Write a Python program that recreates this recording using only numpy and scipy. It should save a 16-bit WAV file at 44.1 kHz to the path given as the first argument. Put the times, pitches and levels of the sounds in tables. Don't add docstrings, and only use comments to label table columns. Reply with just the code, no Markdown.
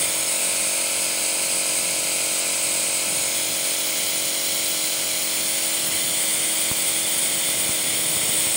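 import sys
import numpy as np
from scipy import signal
from scipy.fft import rfft, irfft, next_fast_len
from scipy.io import wavfile
from scipy.ndimage import map_coordinates

SR = 44100
rng = np.random.default_rng(int(sys.argv[2]) if len(sys.argv) > 2 else 0)


def unload_audio(sound):
    columns = np.transpose(np.atleast_2d(sound))
    steps = np.round(np.clip(columns, -1, 1) * 32767)
    wavfile.write(sys.argv[1], SR, steps.astype(np.int16))


N = 377496
TIME = np.arange(N) / SR
PUMP_HZ = 45.6


def amp(db):
    return 10 ** (np.asarray(db) / 20)


def unit(x):
    return x / np.sqrt(np.mean(x ** 2))


def curves(rows):
    time_s, *columns = np.transpose(rows)
    return [np.interp(TIME, time_s, column) for column in columns]


def wobble(rate_hz):
    return map_coordinates(rng.standard_normal(int(N * rate_hz / SR) + 4), [TIME * rate_hz])


def filtered(x, response):
    size = next_fast_len(N + SR // 4)
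    return irfft(rfft(x, size) * response(np.fft.rfftfreq(size, 1 / SR)), size)[:N]


def coloured(x, spectrum):
    freq_hz, gain_db = np.transpose(spectrum)
    return unit(filtered(x, lambda hz: amp(np.interp(np.log(hz + 1), np.log(freq_hz), gain_db))))


def rush(spectrum):
    return coloured(rng.standard_normal(N), spectrum)


def droplets(spectrum, rate_hz, grain_db):
    hits = (rng.random(N) < rate_hz / SR) * rng.standard_normal(N)
    return coloured(rng.standard_normal(N) + amp(grain_db) * unit(hits), spectrum)


# time_s, around_fraction, back_fraction
MIC_PATH = [(0, .6, 0), (.5, .2, 0.27), (1.05, 0.03, 0.43), (2.2, 0.1, 0.52), (3.1, 0.14, .48),
            (3.4, 0.63, .72), (4.4, 0.79, 0.91), (5.2, 0.77, .85), (6, 0.85, 0.29), (6.4, 0.81, 0.1),
            (7.3, 0.87, 0.09), (8.56, 0.94, 0.05)]


def at_mic(triple):
    base, per_around, per_back = triple
    around, back = curves(MIC_PATH)
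    return base + per_around * around + per_back * back


# harmonic, gain_db
HUM_BEFORE = [(1, -43), (2, -20), (3, -18), (4, -11), (5, -9), (6, -12.5), (7, -1.5), (8, -11), (9, -15.5),
              (10, -6.5), (11, -19), (12, 0), (13, -5), (14, -3), (15, -4), (16, -25), (17, -19),
              (18, -9.5), (19, -19), (20, -10.5), (21, -18), (22, -11), (23, -13.5), (24, -15), (25, -32),
              (26, -20), (27, -32), (28, -13), (29, -11.5), (30, -14.5), (31, -21), (32, -14), (33, -26)]
HUM_AFTER = [(1, -46), (2, -15.5), (3, -16), (4, -8.5), (5, -8), (6, -14), (7, 0), (8, -9), (9, -19.5),
             (10, -5), (11, -32), (12, 0.5), (13, -6), (14, -2), (15, -4.5), (16, -21.5), (17, -14),
             (18, -4), (19, -26), (20, -14.5), (21, -10.5), (22, -20), (23, -8.5), (24, -11), (25, -15),
             (26, -10), (27, -20), (28, -16), (29, -8.5), (30, -16), (31, -18), (32, -12.5), (33, -13.5)]


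def pump(turns, outlet_hz=600, width_hz=200, housing_db=-44.5, waver_db=0.6, move_s=(2.6, 5.2)):
    moved = np.interp(TIME, move_s, (0, 1))
    outlet_db, buzz_db = -41.5 - 3 * moved, -41 - 5 * moved
    smear_rad = 0.2 + 0.6 * moved
    out = np.zeros(N)
    for (harmonic, before_db), (_, after_db) in zip(HUM_BEFORE, HUM_AFTER):
        detuning = (harmonic * PUMP_HZ - outlet_hz) / width_hz
        phase = smear_rad * rng.standard_normal() + detuning ** 4 * rng.standard_normal()
        band_db = housing_db if detuning < -1 else buzz_db if detuning > 1 else outlet_db
        rms = amp(band_db + before_db + moved * (after_db - before_db) + waver_db * wobble(6))
        out += rms * np.sqrt(2) * np.cos(2 * np.pi * harmonic * turns + phase)
    return out


# pitch_hz, level_db
VALVE_TONES = [(7434, -51), (7569, -47), (7660, -47), (7752, -47), (7800, -46), (7843, -45), (8027, -45),
               (8075, -45), (8258, -45), (8301, -44)]
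# time_s, gain_db
VALVE_SWELL = [(0, -5), (.5, 2), (2.8, 6), (3.8, -9), (5.5, -9), (7, 0), (8.56, -2)]


def valve(turns, waver_db=2):
    out = np.zeros(N)
    for pitch_hz, level_db in VALVE_TONES:
        phase = 2 * np.pi * (np.round(pitch_hz / PUMP_HZ) * turns + rng.random())
        out += amp(level_db + waver_db * wobble(2.4)) * np.sin(phase)
    return out * amp(curves(VALVE_SWELL)[0])


# centre_hz, slide_around_hz, width_hz
AIR_MODES = [(2354, -130, 630), (3154, 200, 1500), (3940, 230, 540), (5050, 420, 720), (6624, 440, 460)]
# base_db, around_db, back_db
AIR_MODE_LEVELS = [(-36.5, 0.19, -2.3), (-41.5, 8.5, -3), (-57, 18, 6.5), (-53.5, 10.5, 8),
                   (-39.5, 2.4, 1.7)]


def hollows():
    out = np.zeros(N)
    for (centre_hz, slide_hz, width_hz), level_db in zip(AIR_MODES, AIR_MODE_LEVELS):
        phase = 2 * np.pi * np.cumsum(at_mic((centre_hz, slide_hz, 0))) / SR
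        in_phase, quadrature = (filtered(noise, lambda hz: 1 / (1 + (2 * hz / width_hz) ** 4))
                                for noise in rng.standard_normal((2, N)))
        band = unit(in_phase * np.cos(phase) + quadrature * np.sin(phase))
        out += amp(at_mic(level_db)) * band
    return out


# base_ms, around_ms, back_ms
REFLECTION_DELAYS = [(0.547, 0.26, 0.017), (0.88, -0.25, 0.49), (0.313, 0.12, .01)]


def reflected(x, gains=(-0.14, -0.12, -0.09)):
    out = x.copy()
    for gain, delay_ms in zip(gains, REFLECTION_DELAYS):
        out += gain * map_coordinates(x, [np.arange(N) - at_mic(delay_ms) * SR / 1000])
    return out


# centre_hz (mic triple), depth_fraction (mic triple), width_hz
STANDING_NULLS = [((1837, -18, 10), (.6, -0.32, .15), 140), ((2820, -150, 30), (0.11, 0.41, -.2), 140),
                  ((3500, 500, -250), (0.54, .22, -.3), 190), ((4550, 620, -30), (.03, 0.36, .03), 220),
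                  ((5550, 470, -250), (0.57, .2, -.45), 200)]


def through_nulls(x):
    hz, frame_s, spectra = signal.stft(x, SR, nperseg=1024)
    for centre_hz, depth, width_hz in STANDING_NULLS:
        null_hz = np.interp(frame_s, TIME, at_mic(centre_hz))
        cancel = np.interp(frame_s, TIME, at_mic(depth))
        band = np.exp(-(2 * (hz[:, None] - null_hz) / width_hz) ** 2)
        spectra *= 1 - np.clip(cancel, 0, 1) * band
    return signal.istft(spectra, SR)[1][:N]


# freq_hz, gain_db
HISS_SPECTRUM = [(500, -28.5), (1400, -12.5), (1850, -10.5), (2050, -6), (2700, 0), (3500, -1.5),
                 (4000, -2.5), (4600, -1), (5100, 0), (5900, -6.5), (6500, 0.5), (7400, -3.5),
                 (9000, -10.5), (14000, -13.5)]
RUMBLE_SPECTRUM = [(20, -50), (45, -33), (65, -26), (88, 0.5), (130, -0.5), (170, 3.5), (230, -2),
                   (400, -2.5), (900, -10.5), (2000, -40)]
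AIR_SPECTRUM = [(100, -35), (250, -3), (400, -4.5), (500, -0.5), (620, 5), (760, -4.5), (950, 3),
                (1150, -6), (1500, 0.5), (1850, -1), (3000, -16)]
# time_s, level_db
RUMBLE_SWELL = [(0, -45), (.7, -53.5), (1.5, -47.5), (3.8, -47), (5.3, -51), (6.3, -44), (6.95, -48.5),
                (7.4, -43.5), (8.56, -42)]


def jet(hiss_db=(-28, -1, 1.2), air_db=(-39.5, -1.1, -3.5)):
    hiss = amp(at_mic(hiss_db)) * droplets(HISS_SPECTRUM, rate_hz=2500, grain_db=-8)
    ringing = hollows()
    surge = amp(0.24 * wobble(14))
    rumble = amp(curves(RUMBLE_SWELL)[0] + 2.3 * wobble(8)) * rush(RUMBLE_SPECTRUM)
    air = amp(at_mic(air_db)) * rush(AIR_SPECTRUM)
    return through_nulls(reflected(surge * (hiss + ringing)) + air) + rumble


# centre_s, half_width_s, boost_db
SPRAY_SPURTS = [(.4, .2, 0), (2.7, 0.22, 1.2), (6.25, 0.1, 2.5), (8.5, 0.21, 4)]
# freq_hz, gain_db
SIZZLE_SPECTRUM = [(6500, -36), (7350, -20), (7650, -1.5), (8250, 0.5), (8550, 5), (8750, 3), (8980, 5.5),
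                   (9200, -13), (10500, -39)]
MIST_SPECTRUM = [(7500, -18), (8800, -6.5), (9200, 1), (10450, -0.5), (10650, -10.5), (12500, -15),
                 (14000, -16), (16000, -11.5)]
FROTH_SPECTRUM = [(10000, -35), (12500, -19), (14100, -12), (14300, -7), (14850, -6), (15050, 0),
                  (15700, 1)]


def spray(sizzle_db=(-25.5, -2.6, -4.5), mist_db=(-28, 1, -3), froth_db=(-31.5, 9.5, 1)):
    flutter_db = unit(wobble(25) + wobble(70))
    spurt_db = 0.57 * wobble(6)
    for centre_s, half_width_s, boost_db in SPRAY_SPURTS:
        spurt_db += boost_db * np.exp(-((TIME - centre_s) / half_width_s) ** 2)
    burst_db = 1.5 * wobble(35)
    sizzle = droplets(SIZZLE_SPECTRUM, rate_hz=2500, grain_db=-6)
    mist = droplets(MIST_SPECTRUM, rate_hz=1500, grain_db=-4)
    froth = droplets(FROTH_SPECTRUM, rate_hz=900, grain_db=-6)
    return (amp(at_mic(sizzle_db) + spurt_db + flutter_db) * sizzle
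            + amp(at_mic(mist_db) + 0.9 * flutter_db) * mist
            + amp(at_mic(froth_db) + burst_db) * froth)


# start_s, level_db
HANDLING_KNOCKS = [(6.7145, -11.5), (7.488, -21), (7.693, -17), (7.992, -23), (8.167, -17.5), (8.234, -24),
                   (8.293, -18), (8.469, -19)]


def knocks(push_s=0.0012, rise_s=0.00011, body_hz=150, body_t60_s=0.015, tick_hz=1050, tick_t60_s=0.0053):
    t = np.arange(SR // 10) / SR
    push = (1 - t / push_s) * np.exp(-t / push_s)
    body = 0.33 * np.sin(2 * np.pi * body_hz * t) * amp(-60 * t / body_t60_s)
    tick = 0.3 * np.sin(2 * np.pi * tick_hz * t) * amp(-60 * t / tick_t60_s)
    knock = (push + body + tick) * (1 - np.exp(-t / rise_s))
    knock /= np.abs(knock).max()
    out = np.zeros(N + SR)
    for start_s, level_db in HANDLING_KNOCKS:
        out[round(start_s * SR):][:len(t)] -= amp(level_db) * knock
    return out[:N]


def scene():
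    first_puff_s = 0.0128
    speed_hz = PUMP_HZ * (1 + 0.000273 * wobble(4))
    turns = np.cumsum(speed_hz) / SR - first_puff_s * PUMP_HZ
    mono = pump(turns) + valve(turns) + jet() + spray() + knocks()
    return np.array([mono, mono])


def record(dry):
    low_hz, top_hz = 55, 15760
    thin = signal.sosfilt(signal.butter(2, low_hz, "highpass", fs=SR, output="sos"), dry)
    return np.array([filtered(channel, lambda hz: hz < top_hz) for channel in thin])


dry = scene()
out = record(dry)
unload_audio(out)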